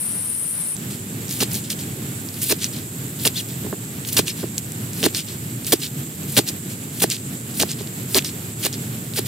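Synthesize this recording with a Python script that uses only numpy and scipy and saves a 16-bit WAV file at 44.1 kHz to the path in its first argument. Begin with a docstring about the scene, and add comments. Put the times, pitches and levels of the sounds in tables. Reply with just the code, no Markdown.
"""At first rain rumbles and hisses and insects sing close by; then the listener is at once elsewhere.
There, under a tent at night, rain and fainter insects go on while a knife chops crisp peppers on a small
wooden board. Each stroke crackles through the skins (dense clicks through resonances), shakes the board and
ends in a knock (decaying modes); single skins snap, pieces rustle, mostly as the blade lifts, and the wet
blade squeaks now and then (gliding sines). Rain is shaped noise; insects are ticks through resonances."""
import sys
import numpy as np
from scipy import signal
from scipy.fft import rfft, irfft
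from scipy.io import wavfile
from scipy.ndimage import uniform_filter1d, map_coordinates

SR = 44100
rng = np.random.default_rng(int(sys.argv[2]) if len(sys.argv) > 2 else 0)


def to_wav(sig):
    """Store sig (one row per channel, or 1-D mono) as 16-bit WAV at the path in sys.argv[1].

    Samples outside -1..1 are clipped; the rate is SR.
    """
    pcm = np.clip(np.atleast_2d(sig), -1, 1) * 32767
    pcm = np.round(pcm).astype(np.int16)
    wavfile.write(sys.argv[1], SR, pcm.T)  # frames by channels


def volts(x):
    """Linear amplitude factor 10**(x/20) for a level x in dB, scalar or array-like."""
    e = np.asarray(x, float) / 20
    return 10 ** e


N = 408807


def resonance(x, hz, width_hz):
    """Damped resonance: a two-pole band-pass whose gain is 1 at its peak."""
    r = np.exp(-np.pi * width_hz / SR)
    numerator = np.array([1, 0, -1]) * (1 - r * r) / 2
    return signal.lfilter(numerator, [1, -2 * r * np.cos(2 * np.pi * hz / SR), r * r], x + 1e-18)


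def ring(clicks, hz, t60):
    """Free decay of a mode: a unit click starts a sine of height 1 that falls 60 dB in t60 seconds."""
    r = volts(-60 / (t60 * SR))
    w = 2 * np.pi * hz / SR
    return signal.lfilter([0, np.sin(w)], [1, -2 * r * np.cos(w), r * r], clicks + 1e-18)


def band(x, low_hz, high_hz, order=2):
    """Band limitation by a Butterworth band-pass."""
    return signal.sosfilt(signal.butter(order, [low_hz, high_hz], "band", fs=SR, output="sos"), x)


def rms_one(x):
    """Power normalisation: scale to a mean square of 1."""
    return x / np.sqrt(np.mean(x ** 2) + 1e-20)


def drift(rate):
    """Random modulation: lines join 2 * rate knots per second, zero after 2000 knots; whole-length rms 1."""
    knots = rng.standard_normal(2000)
    steps = np.arange(N) * 2 * rate / SR
    return rms_one(map_coordinates(knots, [steps], order=1))


def grains(per_s, spread_db):
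    """Shot noise: clicks at random times, of either sign and uneven size, scaled to rms 1."""
    chance = rng.uniform(-SR, SR, N) / per_s
    born = np.abs(chance) < 1
    size_db = spread_db * np.minimum(-np.log(np.abs(chance[born]) + 1e-12), 5)
    out = np.zeros(N)
    out[born] = np.sign(chance[born]) * volts(size_db)
    return rms_one(out)


def pan(x, lean_db):
    """Level difference between the ears: left minus right is lean_db."""
    return x * volts(np.multiply([[.5], [-.5]], lean_db))


def rain(spectrum, lean, flicker_db):
    """Superposition: countless far drops merge into noise, alike on both sides in the bass only."""
    # interaural correlation of the rain: (frequency [Hz], left-right likeness [-1 to 1])
    likeness = [(60, 0.97), (130, 0.99), (290, 0.94), (640, 0.67), (1410, -0.38), (3100, 0.24),
                (6820, 0.21), (15000, 0.28)]
    log_hz = np.log(np.maximum(np.fft.rfftfreq(N, 1 / SR), 1))

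    def at(rows):
        hz, value = np.transpose(rows)
        return np.interp(log_hz, np.log(hz), value)

    mid, side = rfft(rng.standard_normal((2, N)) * volts(flicker_db * drift(9)))
    alike = np.clip(at(likeness), -1, 1)
    both = np.sqrt(1 + alike) * mid + np.sqrt(1 - alike) * side * [[1], [-1]]
    return rms_one(irfft(pan(both * volts(at(spectrum)), at(lean)), N))


def insects(choruses):
    """Forced resonance: wing ticks excite a narrow body resonance; each side hears other singers."""
    out = np.zeros((2, N))
    for hz, width_hz, level_db, lean_db, per_s, throb, depth_db in choruses:
        ticks = np.array([grains(per_s, 0.83), grains(per_s, 0.83)]) * volts(depth_db * drift(throb))
        song = ticks
        for _ in range(2):  # two equal resonances in series
            song = resonance(song, hz, width_hz * 1.1)
        out += pan(volts(level_db) * rms_one(song), lean_db)
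    return out


def drops(level_db):
    """Impact excitation: stray drops tick on the fabric, some towards the left, some towards the right."""
    ticks = np.array([grains(25, 1.9), grains(25, 3.5)]) * volts(3.6 * drift(1.63))
    crossed = ticks + .5 * ticks[::-1]
    return volts(level_db) * rms_one(resonance(crossed, 4700, 4000))


def first_place():
    """Superposition of steady rain and the nearer, louder insects."""
    # rain spectrum before scaling to its level: (frequency [Hz], relative density [dB per Hz])
    spectrum = [(30, -38), (60, -23), (100, -1.5), (200, -0.5), (400, -12), (700, -17.5), (1500, -15),
                (3000, -18.5), (6500, -22), (11500, -32), (15000, -22), (15700, -30), (15900, -68)]
    # balance of the rain: (frequency [Hz], left minus right [dB])
    lean = [(400, 2), (2000, -0.5), (15000, 2)]
    # insect choruses: (pitch [Hz], nominal width [Hz], level [dB], left minus right [dB],
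    # wing ticks [per s], throb rate [per s], throb depth [dB])
    choruses = [(8830, 940, -29.5, 2, 1300, 17.3, -0.5), (9880, 910, -28, 6, 1600, 13, 0),
                (12940, 660, -40, 13.5, 890, 38, 1.5), (5530, 200, -54.5, 1.5, 900, 40, 2.5)]
    rain_db = -37
    return volts(rain_db) * rain(spectrum, lean, flicker_db=1.1) + insects(choruses)


def second_place():
    """Superposition of slowly varying rain, fainter insects, phrases of high song and stray drops."""
    # rain spectrum before scaling to its level: (frequency [Hz], relative density [dB per Hz])
    spectrum = [(30, -38), (60, -28.5), (90, -8), (115, 1), (230, -5.5), (400, -14), (550, -23),
                (1000, -28.5), (1500, -25.5), (3400, -27.5), (5800, -32.5), (9000, -36), (12500, -23),
                (15000, -34), (15800, -27), (16000, -70)]
    # balance of the rain: (frequency [Hz], left minus right [dB])
    lean = [(100, 0), (1500, -2), (4400, -0.5), (15000, -6)]
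    # course of the rain's loudness: (time [s], level [dB])
    rain_level = [(.76, -29.5), (3.0, -30), (6.0, -31), (8.8, -29.5), (9.27, -29)]
    # steady insects, then the highest ones: (pitch [Hz], nominal width [Hz], level [dB],
    # left minus right [dB], wing ticks [per s], throb rate [per s], throb depth [dB])
    choruses = [(7660, 1320, -38, -2.5, 1500, 24, 1.1), (9580, 320, -48.5, -8, 1900, 2.5, 1.5)]
    high_choruses = [(13930, 90, -52, -4, 1500, 6, 1.5), (14100, 700, -46, -1, 1500, 6, 1.5)]
    # phrases of the highest song: (start [s], end [s])
    phrases = [(2.2, 3.8), (5.1, 6.6), (7.9, 8.45), (8.9, 9.27)]
    t = np.arange(N) / SR
    gate = sum(1. * (t > start) * (t < end) for start, end in phrases)
    singing = uniform_filter1d(gate, size=2000)  # soft phrase edges
    loudness = volts(np.interp(t, *np.transpose(rain_level)))
    weather = loudness * rain(spectrum, lean, flicker_db=1.32)
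    return weather + insects(choruses) + singing * insects(high_choruses) + drops(level_db=-56.5)


def near(x, lean_db, scatter_db, scatter_s, lag_s=.000016):
    """Time difference and scattering: left hears later; ground and fabric echo oppositely on the sides."""
    turn = np.exp(-2j * np.pi * np.fft.rfftfreq(N, 1 / SR) * lag_s)
    late = irfft(rfft(x) * turn, N)
    echoes = rng.standard_normal(700) * np.exp(-np.arange(700) / SR / scatter_s)
    scattered = signal.fftconvolve(x, echoes / np.sqrt(np.sum(echoes ** 2)))[:N]
    return pan(np.array([late, x]), lean_db) + volts(scatter_db) * scattered * [[1], [-1]]


def squeaks():
    """Stick-slip on the wet steel as the blade is drawn out: a gliding tone, the first one wavering."""
    # one table a squeak: (time [s], pitch [Hz], level [dB])
    glides = [
        [(3.352, 3300, -43), (3.361, 3300, -24), (3.378, 4400, -28), (3.398, 3300, -25), (3.412, 2480, -43)],
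        [(4.299, 5800, -42), (4.304, 5300, -23), (4.311, 5200, -45)],
        [(8.248, 3550, -31), (8.261, 5200, -32), (8.272, 6200, -31)],
    ]
    t, out = np.arange(N) / SR, np.zeros(N)
    waver = 1 + .04 * drift(250)  # its knots end at 4 s, after the first squeak
    for glide in glides:
        s, hz, level_db = np.transpose(glide)
        on = slice(round(s[0] * SR), round(s[-1] * SR))
        phase = 2 * np.pi * np.cumsum(np.interp(t[on], s, hz) * waver[on]) / SR
        out[on] = volts(np.interp(t[on], s, level_db)) * np.sin(phase)
    return out


def board():
    """Modal excitation: the blade shakes the board softly, then strikes it; each blow weighs modes anew."""
    # blows: (time [s], blow strength before weighting [dB], relative shudder before it [dB],
    # shudder length [s])
    knocks = [(1.426, -9.5, -23.5, 0.021), (2.524, -8, -23, 0.028), (3.267, -12, -20, .018),
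              (3.647, -20, -30, 0.0034), (3.666, -19, -31, 0.0059), (3.727, -14, -44, .004),
              (3.74, -20, -31.5, 0.019), (4.192, -3, -23.5, 0.029), (4.438, -18, -23, 0.0077),
              (5.064, -5.5, -18.5, 0.036), (5.734, -7, -11.5, .015), (6.391, -6.5, -13, 0.023),
              (7.04, -5, -17, 0.026), (7.632, -7, -21.5, 0.039), (7.809, -18, -32, 0.0068),
              (8.181, -10.5, -16.5, 0.035), (8.664, -12.5, -24.5, 0.022), (9.189, -12, -25, 0.016)]
    # modes of the board: (frequency [Hz], relative level [dB], t60 [s])
    modes = [(291, 1.5, 0.022), (341, -1.5, 0.043), (414.4, -1.5, 0.036), (642, -5, 0.024),
             (806, -5, 0.017), (1084, -2.5, 0.0088), (1750, -2.5, 0.0088)]
    t, shake, out = np.arange(N) / SR, np.zeros(N), np.zeros(N)
    for s, _, shudder_db, length in knocks:
        on = slice(round((s - length) * SR), round(s * SR))
        shake[on] += volts(shudder_db + 3.04 * (t[on] - s) / length)  # swells towards the blow
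    at = [round(row[0] * SR) for row in knocks]
    blow_db = np.array(knocks)[:, 1]
    weights_db = rng.normal(0, 2.4, (len(knocks), len(modes)))
    rough = band(grains(2500, 2.17), 67, 840, order=1)  # the flesh cushions the push: little treble
    for k, (hz, level_db, t60) in enumerate(modes):
        force = volts(-20.5) * shake * rough
        # softer blows lose their treble first
        force[at] += volts(blow_db * (1 + hz / 4000) - 4.5 + weights_db[:, k])
        out += (-1) ** k * volts(level_db) * ring(force, hz, t60)
    return band(out, 70, 5000)  # a small board radiates no deep bass


def snaps():
    """Sudden release of strain: a heavily damped cosine, gone in a few cycles, with a brief fizz."""
    # single skins snapping: (time [s], level before the band-pass [dB], pitch [Hz])
    skins = [(0.7668, -13, 6450), (1.2823, -15, 5640), (1.2926, -12.5, 5660), (1.31, -10.5, 4910),
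             (1.3152, -11, 7290), (1.3263, -11, 6100), (1.4073, -4, 5780), (1.5164, -13, 5360),
             (1.5435, -9, 6120), (1.5529, -8, 6640), (1.703, -6.5, 5340), (2.2882, -15, 5000),
             (2.3429, -17, 4970), (2.419, -8, 6880), (2.499, -5, 4700), (2.6435, 4, 5740),
             (3.1981, -17, 4410), (3.276, -1.5, 3520), (4.0498, -14.5, 3330), (4.0755, -14, 6000),
             (4.089, -10.5, 6380), (4.1253, -13, 6430), (4.1927, -1.5, 3450), (4.2807, -7.5, 3160),
             (4.581, -3.5, 6550), (4.7206, -10.5, 9650), (4.9335, -11, 7370), (5.0297, -5, 3040),
             (5.0361, -7, 6100), (5.0411, .2, 3400), (5.1479, -4, 5030), (5.1711, -10.5, 5400),
             (5.6466, -15, 4820), (5.6673, -9, 8380), (5.7221, -5, 5380), (5.8426, -14, 4530),
             (5.8686, -16, 3580), (6.233, -16.5, 7440), (6.3591, -13, 5280), (6.3671, -2.5, 2760),
             (6.3885, -1.5, 3550), (6.4886, -4.5, 5000), (7.0041, -12, 3330), (7.1017, .2, 7400),
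             (7.1126, -5, 4900), (7.1668, -15, 3480), (7.5964, -6, 5680), (7.6032, -3.5, 3080),
             (7.6134, .2, 5500), (7.6258, 1.5, 6900), (7.7158, -4.5, 6770), (7.8188, -17, 7310),
             (7.8734, -19.5, 3960), (8.1461, 3, 4050), (8.1538, .2, 6040), (8.1914, -5, 2600),
             (8.2236, -18, 3280), (8.2466, -5, 5320), (8.6285, -15, 5990), (8.6511, -1.2, 6640),
             (8.7286, -10.5, 6910), (8.735, -11.5, 5230), (8.7415, -13, 5110), (9.1371, -13.5, 3900),
             (9.1726, -11, 3250), (9.1806, -12, 3820)]
    out = np.zeros(N + SR)
    t = np.arange(600) / SR
    fizz = rng.standard_normal((len(skins), len(t)))
    for (s, level_db, hz), noise in zip(skins, fizz):
        pop = np.cos(2 * np.pi * hz * t) * np.exp(-t * hz / 1.2)
        brief_fizz = 0.3 * noise * np.exp(-t / 0.00027)
        out[round(s * SR):][:len(t)] += volts(level_db) * (pop + brief_fizz)
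    return band(out[:N], 1660, 14500)


def blade():
    """Envelopes of fracture: how hard cells burst deep and lightly, and how much juice sprays."""
    # chops: (blade presses [s], skins give [s], blade through [s], press level as skins give [dB],
    # cut level at first [dB], cut level at last [dB])
    chops = [(1.287, 1.403, 1.435, -41, -24, -17), (2.332, 2.492, 2.526, -35.5, -24, -17),
             (3.19, 3.251, 3.278, -32, -18, -17.5), (4.05, 4.167, 4.199, -39, -16, -17),
             (4.927, 5.035, 5.067, -36, -22, -18), (5.645, 5.721, 5.739, -36, -13.5, -15),
             (6.28, 6.367, 6.393, -35, -17, -14), (6.93, 7.019, 7.042, -37, -18, -17.5),
             (7.54, 7.597, 7.634, -33, -21.5, -21.5), (8.09, 8.146, 8.187, -35, -20.5, -17),
             (8.587, 8.628, 8.669, -37, -29, -18), (9.137, 9.16, 9.194, -36, -27, -20.5)]
    # rustling pieces: (peak time [s], rise [s], fall [s], peak level [dB], spray against crackle [dB])
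    rustles = [(.905, .003, .1, -37.5, -1), (1.51, .003, .08, -37, 9), (1.545, .003, .09, -32, 4),
               (1.64, .003, .08, -38, -3), (1.31, .021, .1, -35, 6), (1.703, .005, .045, -25, .2),
               (1.79, .003, .07, -34, -3), (2.418, .003, .08, -32, 5), (2.643, .06, .04, -25, -5),
               (2.728, .003, .11, -35, -4), (3.38, .045, .055, -28, -1), (3.49, .021, .1, -40, 1.2),
               (4.088, .021, .021, -33, 4), (4.13, .012, .03, -35, 8), (4.283, .026, .045, -24, -6),
               (4.38, .03, .12, -38, .2), (4.58, .003, .021, -33, 9), (5.17, .04, .06, -24.5, -4),
               (5.27, .005, .12, -37, -8), (5.668, .003, .045, -34, 7), (5.84, .05, .05, -28, -2.2),
               (6.487, .03, .025, -26, .2), (6.7, .003, .07, -39, -1.2), (7.0, .006, .03, -33, 3),
               (7.115, .021, .05, -22, -6), (7.16, .021, .06, -40, -6), (7.71, .04, .04, -30, -3),
               (7.786, .003, .07, -37, -8), (8.247, .004, .07, -26, -5), (8.728, .003, .05, -33, -8),
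               (9.268, .021, .021, -30, 2.2)]
    press_swell_db = 9  # growth of the press until the skins give
    settle_drop_db, settle_db_per_s = 9.5, 620  # once through, the crackle drops and dies
    press_treble_db, cut_treble_db, settle_treble_db = 7.5, .2, -2.5  # spray against crackle
    edge_db = 20  # a rise or fall spans this much
    roundness = 1.7  # 1 a pointed top, 2 a round one
    t = np.arange(N) / SR
    deep, light, treble = np.zeros((3, N))
    for press_s, give_s, through_s, press_db, first_db, last_db in chops:
        on = slice(round(press_s * SR), round((through_s + .15) * SR))
        phase = [t[on] < give_s, t[on] < through_s]
        pressing = np.interp(t[on], [press_s, give_s], [press_db - press_swell_db, press_db])
        cutting = np.interp(t[on], [give_s, through_s], [first_db, last_db])
        settling = last_db - settle_drop_db - settle_db_per_s * (t[on] - through_s)
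        burst = volts(np.select(phase, [pressing, cutting], settling))
        light[on] += burst * phase[0]
        deep[on] += burst * ~phase[0]
        treble[on] += burst * volts(np.select(phase, [press_treble_db, cut_treble_db], settle_treble_db))
    for s, rise_s, fall_s, peak_db, treble_db in rustles:
        on = slice(round((s - rise_s) * SR), round((s + fall_s) * SR))
        away = np.abs(t[on] - s) / np.where(t[on] < s, rise_s, fall_s)
        burst = volts(peak_db - edge_db * away ** roundness)
        light[on] += burst
        treble[on] += burst * volts(treble_db)
    return deep, light, treble


def crackle():
    """Brittle fracture: cells burst in uneven clicks, each size at its own pitch; juice sprays brightly."""
    # resonances of the flesh and blade: (frequency [Hz], width [Hz], relative level [dB])
    flesh = [(1660, 1070, -10), (3155, 1700, 1), (4400, 1840, -1), (6480, 4400, -4), (8700, 1280, -0.5)]
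    light_low_hz = 2100  # light touches lack the low tear of the cut
    deep, light, treble = blade()
    shared = grains(1500, 2.3) * volts(2.0 * drift(150))  # larger tears sound at all pitches at once

    def bursts():
        return .55 * shared + grains(1400, 2.5) * volts(3.0 * drift(120))

    body = sum(volts(db) * resonance(bursts(), hz, width_hz) for hz, width_hz, db in flesh)
    spray = band(bursts() + grains(6000, 1.5), 7650, 18400, order=3)
    thin = rms_one(band(body, light_low_hz, 13000, order=1))
    cut = deep * rms_one(band(body, 1150, 11600))
    touch = light * rms_one(band(thin, 1250, 11600))
    return cut + touch + treble * rms_one(spray)


def scene():
    """Superposition: the first place gives way at once to the second, and the knife is added."""
    move_s = .75  # the listener changes place
    moved = np.clip((np.arange(N) / SR - move_s) / 0.0031, 0, 1)
    background = (1 - moved) * first_place() + moved * second_place()
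    knife = near(crackle() + squeaks(), lean_db=.6, scatter_db=-6.5, scatter_s=.004)
    knife += near(snaps(), lean_db=-1.0, scatter_db=-7, scatter_s=0.0024)
    knife += near(board(), lean_db=-2.0, scatter_db=-12.5, scatter_s=0.0057)
    return background + knife


def band_limit(x):
    """A steep low-pass at the top of the band."""
    return signal.sosfilt(signal.butter(12, 16430, fs=SR, output="sos"), x)


def record(dry):
    """Low-pass filtering and limited range: the top is cut and peaks beyond full scale are clipped."""
    low_pass = signal.cheby2(12, 50, 16300, fs=SR, output="sos")
    mix = np.clip(signal.sosfilt(low_pass, dry), -1, 1)
    return band_limit(mix)


dry = scene()
out = record(dry)
to_wav(out)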